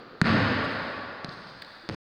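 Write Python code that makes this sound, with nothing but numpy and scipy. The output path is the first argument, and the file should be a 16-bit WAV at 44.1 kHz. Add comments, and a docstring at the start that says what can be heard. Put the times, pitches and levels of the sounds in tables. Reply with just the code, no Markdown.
"""One bounce and a jump shot in a gym

A basketball slaps and thumps once on the wooden floor of a large gym, and the hall booms on.
Soles scuff, click and squeak as the player steps in and jumps; the ball rasps off the fingers,
both feet land, and the sound cuts off. One microphone hears each impact directly, then from the
hall, over the dying echo of earlier play and a low room noise."""
import sys
import numpy as np
from scipy import signal
from scipy.fft import rfft, irfft
from scipy.io import wavfile
from scipy.ndimage import uniform_filter1d

SR = 44100
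rng = np.random.default_rng(int(sys.argv[2]) if len(sys.argv) > 2 else 0)


def digitize_waveform(pressure):
    """Quantize a signal to 16-bit integers and store it at the path in sys.argv[1].

    Rows of a 2-D input are taken as channels; values are limited to [-1, 1].
    """
    field = np.atleast_2d(pressure).T
    bounded = np.clip(field, -1, 1)
    quanta = np.round(bounded * 32767).astype(np.int16)
    wavfile.write(sys.argv[1], SR, quanta)


N = 97020
TIME_S, BIN_HZ = np.arange(N) / SR, np.arange(N // 2 + 1) * SR / N


def undb(db):
    """Decibels to gain."""
    return 10 ** (np.asarray(db) / 20)


def curve(points):
    """Join (Hz, value) points across the spectrum on a log-frequency axis."""
    hz, values = np.array(points, float).T
    return np.interp(np.log(BIN_HZ + 1e-9), np.log(hz), values)


def convolve(x, response):
    """Pass a sound through a response."""
    return signal.fftconvolve(x, response)[:N]


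def unit(x):
    """Scale to unit energy."""
    return x / np.sqrt(np.sum(x ** 2))


def delay(x, seconds):
    """The same sound, later."""
    return np.concatenate([np.zeros(int(seconds * SR)), x])[:N]


def soften(x, edge_hz):
    """Roll off the treble."""
    return signal.sosfilt(signal.butter(2, edge_hz, fs=SR, output="sos"), x)


def click(spectrum):
    """A sharp minimum-phase pulse with the given spectrum and a peak of 1."""
    cepstrum = irfft(np.log(undb(curve(spectrum))), N)
    cepstrum[1:N // 2] *= 2
    cepstrum[N // 2 + 1:] = 0
    pulse = irfft(np.exp(rfft(cepstrum)), N)
    return pulse / np.abs(pulse).max()


def noise(spectrum):
    """Coloured noise of rms 1."""
    x = irfft(rfft(rng.standard_normal(N)) * undb(curve(spectrum)), N)
    return x / x.std()


def decay(t60_s):
    """A fade of 60 dB every t60_s seconds."""
    return np.exp(-np.log(1000) * TIME_S / t60_s)


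def ring(hz, t60_s, rise_s=1e-6):
    """A damped mode that swells over its rise time."""
    return np.sin(2 * np.pi * hz * TIME_S) * decay(t60_s) * (1 - np.exp(-TIME_S / rise_s))


def swell(start_s, length_s):
    """A short half-sine envelope."""
    return np.sin(np.pi * np.clip((TIME_S - start_s) / length_s, 0, 1))


# How long the gym rings. Each row: frequency in Hz, seconds to fall 60 dB.
HALL_DECAY = [(60, 1.7), (120, 1.4), (250, 1.656), (550, 2.84), (1400, 2.81), (2700, 2.24), (4500, 2.19),
              (8000, 1.4), (15000, 1.2)]

def die_away(x):
    """Each band of a sound fades at the hall's own rate."""
    spectrum, faded = rfft(x), 0
    centres = [hz for hz, _ in HALL_DECAY]
    for share, (_, t60_s) in zip(np.eye(len(centres)), HALL_DECAY):
        band = irfft(spectrum * curve(list(zip(centres, share))), N)
        faded += band * decay(t60_s)
    return faded


# Reverberation gathering at the microphone. 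Each row: seconds after a hit, relative level in dB.
HALL_BUILD_UP = [(0, -18), (.018, -22), (0.038, -6.5), (0.079, -3), (.2, -1), (.32, 0.5), (.6, 1.5)]

def hall(x):
    """Diffuse reverberation builds up as sound crosses the gym."""
    build_up = undb(np.interp(TIME_S, *np.array(HALL_BUILD_UP).T))
    return convolve(x, unit(die_away(rng.standard_normal(N)) * build_up))


# The gym's room tone, then the echo left in it. Each row: frequency in Hz, relative level in dB.
ROOM_TONE = [(30, -6.5), (120, 0), (400, -7.5), (1500, 3.5), (2800, -21), (4500, -10.5), (5800, -29.5),
             (9000, -42), (12500, -43.5), (15300, -35.5), (16000, -43.5)]
EARLIER_PLAY = [(24, -56), (40, -39.5), (167, -5.5), (256, -6.5), (455, -3), (646, -17), (715, -6.5),
                (965, -27.5), (1180, -7.5), (1680, -19), (3380, -24), (4680, -21.5), (5580, -45),
                (10200, -79.5), (16000, -48)]

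def background():
    """The echo of earlier play fades over steady room noise, all around the microphone."""
    return undb(-46) * die_away(noise(EARLIER_PLAY)) + undb(-53) * noise(ROOM_TONE)


def hoot():
    """A faint low tone swells and fades just before the landing."""
    return undb(-48.5) * swell(start_s=1.83, length_s=0.041) * np.sin(2 * np.pi * 336 * TIME_S)


# A sole sliding on wood. Each row: frequency in Hz, relative level in dB.
SCUFF_SPECTRUM = [(200, -40), (1500, -11), (3000, 3.5), (4800, 11.5), (5800, -13.5), (7200, -22.5),
                  (8500, -12), (10000, -24.5), (13000, -35), (15300, -18)]
# The slides. Each row: start in seconds, length in seconds, level in dB.
SOLE_SLIDES = [(0.631, 0.035, -46), (0.65, 0.12, -53), (1.308, 0.045, -50.5), (1.466, 0.062, -55.5)]

def scuffs():
    """Soles slide lightly over the boards as the player shifts weight."""
    envelope = sum(undb(db) * swell(start, length) for start, length, db in SOLE_SLIDES)
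    direct = noise(SCUFF_SPECTRUM) * envelope
    return direct + undb(2.5) * hall(direct)


# Rubber soles catching on the court. Each row: start in seconds, pitch in Hz, level in dB.
SOLE_SQUEAKS = [(1.2450, 4200, -31), (1.2905, 4300, -35)]

def squeaks():
    """Rubber sticks and slips for a few milliseconds at an unsteady pitch."""
    direct = 0
    for start, hz, db in SOLE_SQUEAKS:
        waver = uniform_filter1d(rng.standard_normal(N), size=16)
        pitch_hz = hz * (1 + .08 * waver / waver.std())
        phase = 2 * np.pi * np.cumsum(pitch_hz) / SR
        direct += undb(db) * swell(start, length_s=.0045) * np.sin(phase)
    return direct + undb(-6) * hall(direct)


# Air modes in the ball. Each row: frequency in Hz, level in dB, seconds to fall 60 dB.
AIR_MODES = [(917, -57, 0.24), (1147, -41.5, .12), (1441, -51.5, 0.42), (1790, -47, 0.079),
             (1870, -53.5, .1), (2500, -60, 0.08)]

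def ball_air():
    """The air inside the ball rings when the skin is struck."""
    return sum(undb(db) * ring(hz, t60_s) for hz, db, t60_s in AIR_MODES)


# Fingers on the ball's skin. Each row: frequency in Hz, relative level in dB.
RASP_SPECTRUM = [(200, -35), (900, -56), (1450, -2.5), (2000, 3.5), (2800, -8.5), (4000, 3), (4800, -4.5),
                 (5800, -29), (8300, -18), (12500, -43), (15200, -21), (16000, -35)]
# The touches. Each row: start in seconds, level in dB.
FINGER_TOUCHES = [(1.6183, -38), (1.6215, -32), (1.6255, -42), (1.646, -44)]

def fingers():
    """Fingers rasp over the pebbled skin as the shot leaves the hands; the ball rings faintly."""
    envelope = sum(undb(db) * swell(start, length_s=.0035) for start, db in FINGER_TOUCHES)
    rasp = noise(RASP_SPECTRUM) * envelope
    direct = rasp + undb(-12) * convolve(rasp, unit(ball_air()))
    return direct + undb(-2.5) * hall(direct)


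# The sprung floor around an impact. Each row: frequency in Hz, relative level in dB.
FLOOR_SPECTRUM = [(30, -27.5), (60, -14), (100, -1.5), (140, 4), (230, 0), (370, -9), (600, -13.5),
                  (1300, -18), (3000, -25.5), (5000, -33.5), (6000, -43.5), (16000, -69)]

def floor_rumble(rise_s=0.045):
    """The boards shake on for a moment after an impact."""
    return noise(FLOOR_SPECTRUM) * (1 - np.exp(-TIME_S / rise_s)) * decay(t60_s=0.36)


# A sole striking wood. Each row: frequency in Hz, relative level in dB.
SOLE_SPECTRUM = [(60, 7), (300, 5), (900, -2), (2000, -1), (3000, -8.5), (4300, -1.5), (5100, -1),
                 (5800, -16), (6400, -12), (7300, -33), (8500, -19.5), (11000, -35), (16000, -52)]
# Shoes on the court; the last two are the landing. Each row: start in seconds, click level in dB,
# its treble edge in Hz, thud level in dB, thud pitch in Hz, rumble level in dB.
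FOOTFALLS = [(1.2458, -17.5, 11100, -24, 174, -35), (1.2860, -50, 3000, -32.5, 158, -40.5),
             (1.471, -31, 5000, -52, 160, -43), (1.8900, -14.5, 15000, -22.5, 160, -33.5),
             (1.897, -12.5, 2740, -21, 307, -24)]
# Loose boards and laces after the landing. Each row: start in seconds, level in dB.
LANDING_TICKS = [(1.9132, -37), (1.9245, -31), (1.9345, -39), (1.9447, -31.5)]

def steps():
    """Each sole clicks on the boards, which thud and rumble; small ticks follow the landing."""
    sole, boards = click(SOLE_SPECTRUM), 0
    direct = sum(undb(db) * delay(sole, start) for start, db in LANDING_TICKS)
    for start, click_db, edge_hz, thud_db, thud_hz, rumble_db in FOOTFALLS:
        tap = undb(click_db) * soften(sole, edge_hz)
        thud = undb(thud_db) * ring(thud_hz, t60_s=0.03, rise_s=0.00033)
        direct += delay(tap - thud, start)
        boards += delay(undb(rumble_db) * floor_rumble(), start)
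    return direct + boards + undb(-4) * hall(direct)


# The skin's slap at the microphone, then what ball and floor send out into the hall.
# Each row: frequency in Hz, relative level in dB.
SLAP_SPECTRUM = [(60, -13.5), (300, -5), (780, -16), (1500, 7), (1800, 3.5), (2300, -13.5), (2900, -21.5),
                 (3800, -7), (4400, -2), (5000, -11), (5600, -42.5), (16000, -59)]
BOOM_SPECTRUM = [(25, -34), (45, -21), (75, -8.5), (108, 2), (147, -5), (190, -3), (255, 1), (372, -14.5),
                 (542, -11), (790, -17), (1020, -16.5), (1700, -12), (2150, -19), (2550, -20.5),
                 (3220, -25), (4460, -25), (5150, -29), (5720, -51.5), (6400, -43.5), (7200, -59),
                 (8300, -52), (12000, -77.5), (16000, -75)]
# Slap and thump coming back from the distant walls and roof. Each row: delay in seconds, gain in dB.
SLAP_REFLECTIONS = [(.0277, -15), (.0422, -10), (.0505, -12), (.0553, -8), (.063, -13), (.0782, -14)]
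THUMP_REFLECTIONS = [(0.0271, -11), (0.074, -15), (.0845, -13.5), (0.12, -7)]

def bounce(start_s=0.2155):
    """The skin slaps, ball and floor thump, the air inside rings; walls echo and the hall booms."""
    slap = undb(-8) * click(SLAP_SPECTRUM) + undb(-5.5) * ring(hz=1550, t60_s=0.002)
    thump = -undb(1.5) * delay(ring(hz=178, t60_s=0.028, rise_s=0.0035), seconds=0.0024)
    air = ball_air()
    dull_slap = soften(slap, edge_hz=4900)
    echoes = sum(undb(db) * delay(dull_slap, lag) for lag, db in SLAP_REFLECTIONS)
    echoes += sum(undb(db) * delay(thump, lag) for lag, db in THUMP_REFLECTIONS)
    boom = undb(17) * hall(unit(click(BOOM_SPECTRUM)) + air)
    boards = undb(-26.5) * floor_rumble()
    return delay(slap + thump + air + boards + echoes + boom, start_s)


def scene():
    """Ball, player and gym at one microphone."""
    return (bounce() + steps() + squeaks() + scuffs() + fingers() + hoot() + background())[None]


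CEILING, CUT_S, CUT_FADE_S, TOP_HZ = .52, 1.9485, 0.0034, 16000

def record(dry):
    """The recorder clips the slap, stops abruptly after the landing and cuts the highest treble."""
    clipped = np.clip(dry, -CEILING, CEILING)
    running = np.clip((CUT_S - TIME_S) / CUT_FADE_S + .5, 0, 1)
    lowpass = signal.ellip(8, .2, 70, TOP_HZ, fs=SR, output="sos")
    return signal.sosfilt(lowpass, clipped * running)


dry = scene()
out = record(dry)
digitize_waveform(out)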